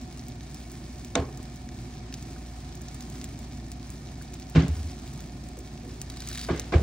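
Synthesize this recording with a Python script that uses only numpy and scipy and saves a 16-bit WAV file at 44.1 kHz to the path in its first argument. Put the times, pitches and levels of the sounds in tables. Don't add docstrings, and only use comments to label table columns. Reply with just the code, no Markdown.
import sys
import numpy as np
from scipy import signal
from scipy.fft import rfft, irfft, next_fast_len
from scipy.io import wavfile
from scipy.ndimage import uniform_filter1d

SR = 44100
rng = np.random.default_rng(int(sys.argv[2]) if len(sys.argv) > 2 else 0)


def store_wav(level_fs):
    pcm = np.round(np.clip(np.atleast_2d(level_fs), -1, 1) * 32767)
    wavfile.write(sys.argv[1], SR, pcm.T.astype(np.int16))


N = 301057


def undb(db):
    return 10 ** (np.asarray(db) / 20)


def level(x, db):
    return x * undb(db) / np.sqrt(np.mean(x ** 2))


def curve(rows, rest_db=-90):
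    s, db = np.transpose(rows)
    return undb(np.interp(np.arange(N) / SR, s, db, rest_db, rest_db))


def colour(x, points, lag_s=0.):
    size = next_fast_len(N + 4096)
    hz = np.maximum(np.arange(size // 2 + 1) * SR / size, 1)
    f, db = np.transpose(points)
    gain = undb(np.interp(np.log(hz), np.log(f), db))
    delay = np.exp(-2j * np.pi * hz * lag_s)
    return irfft(rfft(x, size) * gain * delay, size)[..., :N]


def band(x, hz, width_hz):
    b, a = signal.iirpeak(hz, hz / width_hz, fs=SR)
    return signal.lfilter(b, a, x)


def walk(rate_hz):
    k = int(SR / rate_hz)
    steps = np.repeat(rng.standard_normal(N // k + 1), k)
    return 1.3 * uniform_filter1d(uniform_filter1d(steps, k), k)[:N]


def add(out, s, piece):
    i = int(round(s * SR))
    out[i:i + len(piece)] += piece[:N - i]


def crackle(per_s, spread_db, tail_s):
    hits = rng.random(N) < per_s / SR
    sizes = hits * undb(spread_db * np.minimum(rng.exponential(size=N), 5))
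    keep = np.exp(-1 / (tail_s * SR))
    power = signal.lfilter([1], [1, -keep], sizes ** 2)
    return level(np.sqrt(power) * rng.standard_normal(N), 0)


PORT_LAG_S = 4.4e-5


def ports(x):
    flat = [(1, 0), (2, 0)]
    return np.array([x, colour(x, flat, PORT_LAG_S)])


# (frequency [Hz], gain [dB])
SIDE_GAIN = [(60, -42), (200, -25), (380, -10.5), (700, -3.5), (1300, -3.5)]


def widen(mid, side):
    return mid + colour(side, SIDE_GAIN) * np.array([[1], [-1]])


# (time [s], level [dB])
FIZZ_LEVEL = [(0.0, -51), (0.18, -52), (0.83, -54), (2.0, -51.5), (2.81, -52.5), (2.96, -50.5),
              (3.35, -50.5), (3.66, -53.5), (4.15, -52), (4.4, -52), (4.78, -52), (5.3, -51), (5.91, -53.5),
              (6.83, -47.5)]
# (frequency [Hz], gain [dB])
FIZZ_COLOUR = [(500, -8), (1000, -1), (2000, -2), (3000, -4), (4000, -1), (6000, 0), (8500, 0), (10500, -2),
               (11300, -6), (13000, -11), (14500, -9), (15300, -4), (15720, -5), (15850, -24)]


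def fizz():
    tiny = crackle(2500, 2.64, 0.00081) * undb(2.0 * walk(8.1) + 1.22 * walk(30))
    large = undb(-10.0) * crackle(140, 7.3, 0.003)
    scattered = np.array([crackle(3300, 2.6, 0.0016) for _ in range(2)]) * undb(1.0 * walk(15))
    tilt = [(1000, 3.5), (5000, 1.0), (9000, -10), (16000, -100)]
    bubbles = ports(tiny + large) + undb(1.5) * colour(scattered, tilt)
    return curve(FIZZ_LEVEL) * level(colour(bubbles, FIZZ_COLOUR), 0)


# (time [s], bubble level [dB], bubble pitch [Hz], treble snap level [dB])
SET_SPITS = [(0.014, -44, 4500, -35), (0.126, -42, 5500, -39), (0.183, -47, 4500, -40),
             (0.408, -40, 4000, -48), (0.614, -46, 4500, -47), (0.1946, -39.5, 5130, -47),
             (0.284, -45, 6760, -30.5), (0.545, -38, 5530, -26.5), (0.7173, -58, 1600, -30),
             (1.0475, -42, 4800, -28), (1.3742, -42, 4790, -29), (1.4287, -54, 6460, -29.5),
             (1.5591, -53, 3260, -30), (1.69, -38, 1840, -56), (2.126, -36, 1730, -32),
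             (2.1407, -27.5, 4830, -27), (2.2261, -42.5, 4740, -29), (2.7529, -56, 6500, -28),
             (2.8168, -52, 1290, -27), (2.885, -40.5, 5000, -35), (2.9451, -42, 6800, -28.5),
             (3.0066, -34, 6640, -25), (3.1002, -58, 5360, -29), (3.2142, -33.5, 4800, -33),
             (3.2429, -34, 5370, -23), (3.39, -47, 5500, -30), (3.6, -42, 3500, -50),
             (3.7175, -39.5, 6980, -26), (3.903, -55, 4650, -27), (4.2237, -50, 6050, -30.5),
             (4.231, -49, 5800, -45), (4.335, -42, 5000, -36), (4.3399, -45, 4760, -27),
             (4.354, -43, 3500, -53), (4.399, -40, 5500, -33), (4.422, -39, 4500, -45),
             (4.4268, -39, 4480, -43), (4.498, -49, 5000, -29), (4.623, -29.5, 6700, -47),
             (4.6822, -40, 5470, -27), (4.898, -42, 4500, -44), (4.916, -38.5, 5000, -48),
             (5.077, -41, 4520, -34), (5.135, -49, 5500, -34), (5.176, -48, 5000, -36),
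             (5.44, -51, 4500, -38), (5.488, -58, 6000, -33), (5.2055, -45, 5680, -30),
             (5.5886, -61, 5640, -26), (6.0164, -41, 4900, -22), (6.2209, -36, 4640, -31),
             (6.2879, -36, 6230, -20.5), (6.5763, -30.5, 5020, -40), (6.5967, -27.5, 7000, -17.5),
             (6.618, -37.5, 4000, -44)]
# (frequency [Hz], width [Hz], gain [dB])
BOWL_AIR = [(2290, 590, -8), (3800, 560, -4), (4650, 160, -16), (5750, 630, 0)]


def spits():
    bubbles, snaps, t = np.zeros(N), np.zeros(N), np.arange(1500) / SR
    rows = [*SET_SPITS, *small_spits()]
    chance = rng.standard_normal((len(rows), 2, len(t)))
    burst = np.exp(-t / 0.0004) + 0.26 * np.exp(-t / 0.006)
    for (s, db, hz, snap_db), (splash, spray) in zip(rows, chance):
        ring = np.exp(-t * hz / 1.7) * np.sin(2 * np.pi * hz * t)
        add(bubbles, s, undb(db) * (ring + 1.21 * splash * burst))
        add(snaps, s, undb(snap_db) * spray * burst)
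    low = colour(bubbles, [(700, -62), (1500, -0.5), (6500, 3.5), (9000, -20)])
    low = low + sum(undb(db) * band(low, hz, width_hz) for hz, width_hz, db in BOWL_AIR)
    snap_colour = [(4000, -25), (7000, 3.5), (10500, -4.5), (13000, -8.0), (15700, -3.0), (16300, -28)]
    return ports(low + colour(snaps, snap_colour))


SMALL_SPITS_PER_S = 45
SMALL_BUBBLE_TOP_DB, SMALL_BUBBLE_SPREAD_DB = -46, 4
SMALL_PITCH_HZ, SMALL_PITCH_SPREAD_OCT = 4900, 0.28
SMALL_SNAP_TOP_DB, SMALL_SNAP_SPREAD_DB = -41.5, 17.5


def small_spits():
    count = int(SMALL_SPITS_PER_S * N / SR)
    bubble, pitch, snap = rng.standard_normal((count, 3)).T
    times_s = rng.random(count) * N / SR
    bubble_db = SMALL_BUBBLE_TOP_DB - SMALL_BUBBLE_SPREAD_DB * abs(bubble)
    pitch_hz = SMALL_PITCH_HZ * 2 ** (SMALL_PITCH_SPREAD_OCT * pitch)
    snap_db = SMALL_SNAP_TOP_DB - SMALL_SNAP_SPREAD_DB * abs(snap)
    return list(zip(times_s, bubble_db, pitch_hz, snap_db))


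# (frequency [Hz], relative level [dB], free t60 [s])
PAN_MODES = [(77, 9, 0.2), (118.7, -7, 0.44), (160.5, 5.5, 0.16), (227, -9.5, 0.17), (269.3, -1.5, 0.22),
             (329.4, -6.5, 0.3), (368, -3, 0.21), (425.5, -14, 0.43), (489, -4, 0.073), (583, -5, 0.039),
             (674, -7.5, 0.1), (777, -18.5, 0.33), (897, -12, 0.1), (1059, -12, 0.2), (1120, -8, 0.092),
             (1220, -17, 0.18), (1476, -7, 0.043), (1580, -16.5, 0.074), (1525, -13, 0.03),
             (1667, -10.5, 0.12), (2065, -5, 0.043), (2250, -11.5, 0.08), (2327, -9, 0.06),
             (2750, -24, 0.08), (2980, -26, 0.12), (3674, 2, 0.049), (5060, -16, .025), (5880, -0.5, 0.035),
             (6500, 1, 0.026)]
# (time [s], level [dB],
# pitch of the modes driven most [Hz], spread [octaves], multiple of the free t60 [1])
KNOCK_PARTS = [(1.1542, -14, 3100, 1.45, 0.31), (1.158, -18.5, 710, 0.3, 1.7),
               (1.159, -24.5, 243, 0.37, 1.5), (1.174, -26, 650, 0.61, 1.7), (1.166, -26, 500, 0.15, 2.1),
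               (1.17, -25, 1040, 0.1, 0.8), (1.185, -25, 95, 0.52, 0.74), (1.161, -43, 1200, 0.17, 1.5),
               (1.197, -33.5, 900, 0.33, 1.5), (1.218, -27, 560, 0.85, 0.44), (1.221, -35, 1100, 0.25, 0.8),
               (1.237, -35, 1060, 0.2, 0.7), (1.24, -36, 530, 0.27, 0.9), (1.392, -34.5, 396, 1.9, 0.27),
               (2.362, -27, 1400, 0.15, 0.27), (4.211, -32, 1550, 0.29, 0.27),
               (4.554, -28.5, 905, 1.2, 1.2), (4.552, -19, 195, 0.78, 1.6), (4.564, -14.5, 200, 0.55, 0.78),
               (4.5718, -15.5, 106, 1.1, 0.83), (4.56, -25, 2600, 0.23, 0.75),
               (4.592, -25.5, 2800, 0.15, 1), (4.59, -33, 400, 0.76, 0.82), (4.626, -24.5, 200, 0.54, 0.88),
               (4.642, -18.5, 156, 0.36, 0.7), (4.576, -29, 2000, 0.4, 0.8), (4.612, -31, 1800, 0.4, 0.8),
               (4.634, -36, 1900, 0.45, 0.8), (4.681, -29.5, 160, 0.75, 0.81),
               (5.572, -39.5, 440, 0.39, 1.8), (5.834, -42, 427, 0.24, 4.5), (6.487, -31, 706, 1, 0.72),
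               (6.488, -20, 620, 0.15, 1.2), (6.496, -25.5, 1350, 0.72, 0.91),
               (6.4965, -18, 370, 0.24, 0.64), (6.524, -24.5, 160, 0.53, 0.83),
               (6.505, -27, 260, 0.18, 0.8), (6.541, -29, 350, 0.43, 0.53), (6.521, -32, 1400, 0.46, .9),
               (6.545, -35, 2000, 0.34, 1.2), (6.562, -38, 1600, .4, 1), (6.502, -24.5, 122, 0.53, 1.2),
               (6.723, -29, 900, 0.37, .55), (6.723, -19.5, 585, 0.1, 1.35), (6.735, -14, 2400, 0.14, .6),
               (6.733, -23, 2000, 0.3, 0.8), (6.739, -18, 340, 0.25, 0.47), (6.738, -24, 620, 0.14, 1.1),
               (6.792, -28, 530, 0.47, 0.92), (6.751, -12.5, 92, 0.55, 0.7), (6.806, -26.5, 91, 1.1, 0.55)]
CONTACT_S, CONTACT_HZ, CONTACT_LAW = 0.002, 400, 0.37


def knocks():
    ring, t = np.zeros(N), np.arange(SR // 2) / SR
    hz, mode_db, t60_s = np.transpose(PAN_MODES)[:, :, None]
    signs = -(-1.) ** np.arange(len(PAN_MODES))[:, None]
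    waves = signs * undb(mode_db) * np.sin(2 * np.pi * hz * t)
    for s, db, centre_hz, spread_oct, free in KNOCK_PARTS:
        share = np.exp(-.5 * (np.log2(hz / centre_hz) / spread_oct) ** 2)
        contact_s = CONTACT_S * (CONTACT_HZ / centre_hz) ** CONTACT_LAW
        push = 1 - np.exp(-t / contact_s)
        decay = undb(-60 * t / (free * t60_s))
        add(ring, s, undb(db) * (share * decay * waves).sum(axis=0) * push)
    return ports(ring)


# (time [s], rattle level [dB], hiss level [dB], crack level [dB], multiple of the free t60 [1])
PAN_JOLTS = [(1.153, -29, -34.5, -13, 0.51), (1.172, -41, -71, -42, 2), (1.215, -49, -65, -70, 0.38),
             (4.549, -38, -37, -64, 0.81), (4.557, -30, -38, -62, 0.77), (4.569, -41, -57, -65, 0.73),
             (4.593, -40, -52, -67, 0.39), (4.632, -59, -59, -65, 0.41), (4.66, -50.5, -58, -67, 2.2),
             (6.485, -28.5, -42, -60, 0.68), (6.5, -45, -48.5, -65, 3), (6.722, -25, -36, -62, 0.55),
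             (6.737, -29.5, -47, -67, 0.41), (6.804, -42, -64, -67, 0.57)]
# (frequency [Hz], gain [dB])
RATTLE_COLOUR = [(60, -14), (120, 0), (400, 10), (1200, -3.5), (2500, -16.5), (4000, -61)]
# (frequency [Hz], gain [dB])
HISS_COLOUR = [(1000, -9.5), (2000, -5.5), (3300, -8), (4500, -12), (8000, -24.5), (10000, -73)]
# (frequency [Hz], gain [dB])
CRACK_COLOUR = [(800, 0), (1600, 9.5), (4000, 5.5), (7000, 3), (9500, -1), (11000, -63)]
CLATTER_T60_S, HISS_T60_S, CRACK_T60_S = 0.36, 0.42, 0.03
JOLT_RISE_S, CRACK_RISE_S = 0.0013, 0.001


def chatter():
    rattle, hiss, crack = np.zeros((3, N))
    t = np.arange(SR // 2) / SR
    build = 1 - np.exp(-t / JOLT_RISE_S)
    crack_build = 1 - np.exp(-t / CRACK_RISE_S)
    for s, rattle_db, hiss_db, crack_db, free in PAN_JOLTS:
        fall_db = -60 * t / free
        add(rattle, s, undb(rattle_db + fall_db / CLATTER_T60_S) * build)
        add(hiss, s, undb(hiss_db + fall_db / HISS_T60_S) * build)
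        add(crack, s, undb(crack_db + fall_db / CRACK_T60_S) * crack_build)
    shake = 0
    layers = ((rattle, RATTLE_COLOUR, 900), (hiss, HISS_COLOUR, 500), (crack, CRACK_COLOUR, 20000))
    for envelope, points, per_s in layers:
        noise = colour([crackle(per_s, 1.8, 0.0057) for _ in range(2)], points)
        if envelope is rattle:
            noise = 0.2 * noise + sum(band(noise, hz, 20.0 / t60_s) for hz, _, t60_s in PAN_MODES)
        mid, side = level(noise, 0)
        shake = shake + envelope * widen(mid, 0.9 * side)
    return shake


# (time [s], peak level [dB], frequency [Hz], length [s])
PAN_ROCKS = [(4.689, -20, 76, 0.056), (4.759, -26, 78.5, 0.075), (4.84, -25, 76.3, 0.049)]


def rocking():
    out = np.zeros(N)
    for s, db, hz, length_s in PAN_ROCKS:
        t = np.arange(int(length_s * SR)) / SR
        swell = np.sin(np.pi * t / length_s) ** 0.65
        add(out, s, undb(db) * swell * np.sin(2 * np.pi * hz * t))
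    return out


# (time [s], level [dB])
SCRAPE_LEVEL = [(6.05, -62), (6.164, -57), (6.3, -46), (6.354, -43), (6.42, -39.5), (6.478, -45),
                (6.5, -62)]
# (time [s], peak level [dB], brightness [dB per octave])
SLIPS = [(6.016, -21.5, 2), (6.1, -24.5, 1), (6.14, -34, -5), (6.163, -32, 0), (6.1709, -30, -7),
         (6.2043, -24, 1), (6.2208, -30, -9), (6.2242, -28, 3), (6.2384, -32, -7), (6.2484, -33, -2),
         (6.274, -23.5, 0), (6.287, -37, 0), (6.291, -29, 1), (6.3143, -27, -11), (6.299, -36, 0),
         (6.33, -25.5, 6), (6.3487, -23.5, -1), (6.356, -25.5, -5), (6.376, -21, -4), (6.383, -23.5, 0),
         (6.3935, -21.5, -1), (6.3984, -25, -3), (6.414, -25, -1), (6.4185, -37, 4), (6.425, -28, 3),
         (6.442, -28, -3), (6.4484, -29, -4), (6.4748, -31, -8)]
RASP_S, TAIL_S, RASP_GAIN, TAIL_GAIN = 0.00048, 0.0055, 0.19, 0.12


def scrape():
    grit = wall(crackle(1300, 3.2, 0.0008) * undb(1.5 * walk(60)))
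    out = curve(SCRAPE_LEVEL) * level(grit, 0)
    t = np.arange(1200) / SR
    rasp = RASP_GAIN * np.exp(-t / RASP_S) + TAIL_GAIN * np.exp(-t / TAIL_S)
    for (s, db, slope_db), noise in zip(SLIPS, rng.standard_normal((len(SLIPS), len(t)))):
        click = t == 0
        tick = wall(click + rasp * noise, slope_db)
        add(out, s, undb(db) * tick / np.abs(tick).max())
    return ports(out)


# (frequency [Hz], width [Hz], gain before tilt [dB])
WALL_MODES = [(1750, 400, -11), (2300, 450, -7), (3100, 1200, -10), (3880, 260, 3), (4600, 450, 2),
              (4200, 5000, -11), (6000, 1500, -4), (8500, 4000, -8)]


def wall(x, slope_db=0.):
    return sum(undb(db + slope_db * np.log2(hz / 4000)) * band(x, hz, width_hz)
               for hz, width_hz, db in WALL_MODES)


# (mean frequency [Hz], rms level before wavering [dB])
MOTOR_HUM = (59.3, -43)
# (frequency [Hz], gain [dB])
RUMBLE_COLOUR = [(30, -10.5), (48, -3.5), (62, -7), (78, 1.5), (100, -1.5), (128, 3.5), (190, -6.5),
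                 (245, 0), (310, -9.5), (360, -8), (430, -20.5), (520, -27), (600, -25), (900, -25.5),
                 (1500, -47.5), (2500, -84)]
RUMBLE_DB = -41.5
# (frequency [Hz], width [Hz], level [dB], left minus right [dB])
AIRY_BANDS = [(610, 105, -66, -6.5), (729, 45, -61, -6.5), (1052, 9.3, -77.5, 10), (1244, 18, -82.5, -22),
              (1790, 88, -70.5, -10), (2228, 39, -69, -1), (2394, 240, -69, 3)]


def kitchen():
    hz, db = MOTOR_HUM
    waver_db = 1.1 * walk(3)
    phase = 2 * np.pi * np.cumsum(hz + .5 * walk(2.076)) / SR
    hum = np.sqrt(2) * undb(db + waver_db) * np.sin(phase)
    mid, side = level(colour(rng.standard_normal((2, N)), RUMBLE_COLOUR), RUMBLE_DB)
    out = hum + undb(0.87 * walk(5.4)) * widen(mid, side)
    for hz, width_hz, db, pan_db in AIRY_BANDS:
        narrow = band(rng.standard_normal(N), hz, width_hz)
        air = level(band(narrow, hz, 2 * width_hz), db)
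        out = out + air * undb([[pan_db / 2], [-pan_db / 2]])
    return out


def scene():
    return fizz() + spits() + knocks() + chatter() + rocking() + scrape() + kitchen()


TOP_HZ, BASS_HZ = 16400, 34


def record(dry):
    keener = [(60, 0.12), (200, 1.1), (400, 1.0), (650, 3.7), (900, 0.9), (1500, 0.76), (4000, 0.16)]
    left, right = dry[0], colour(dry[1], keener)
    bass_cut = signal.butter(2, BASS_HZ, "high", fs=SR, output="sos")
    top_cut = signal.ellip(8, .2, 70, TOP_HZ, fs=SR, output="sos")
    return signal.sosfilt(top_cut, signal.sosfilt(bass_cut, [left, right]))


dry = scene()
out = record(dry)
store_wav(out)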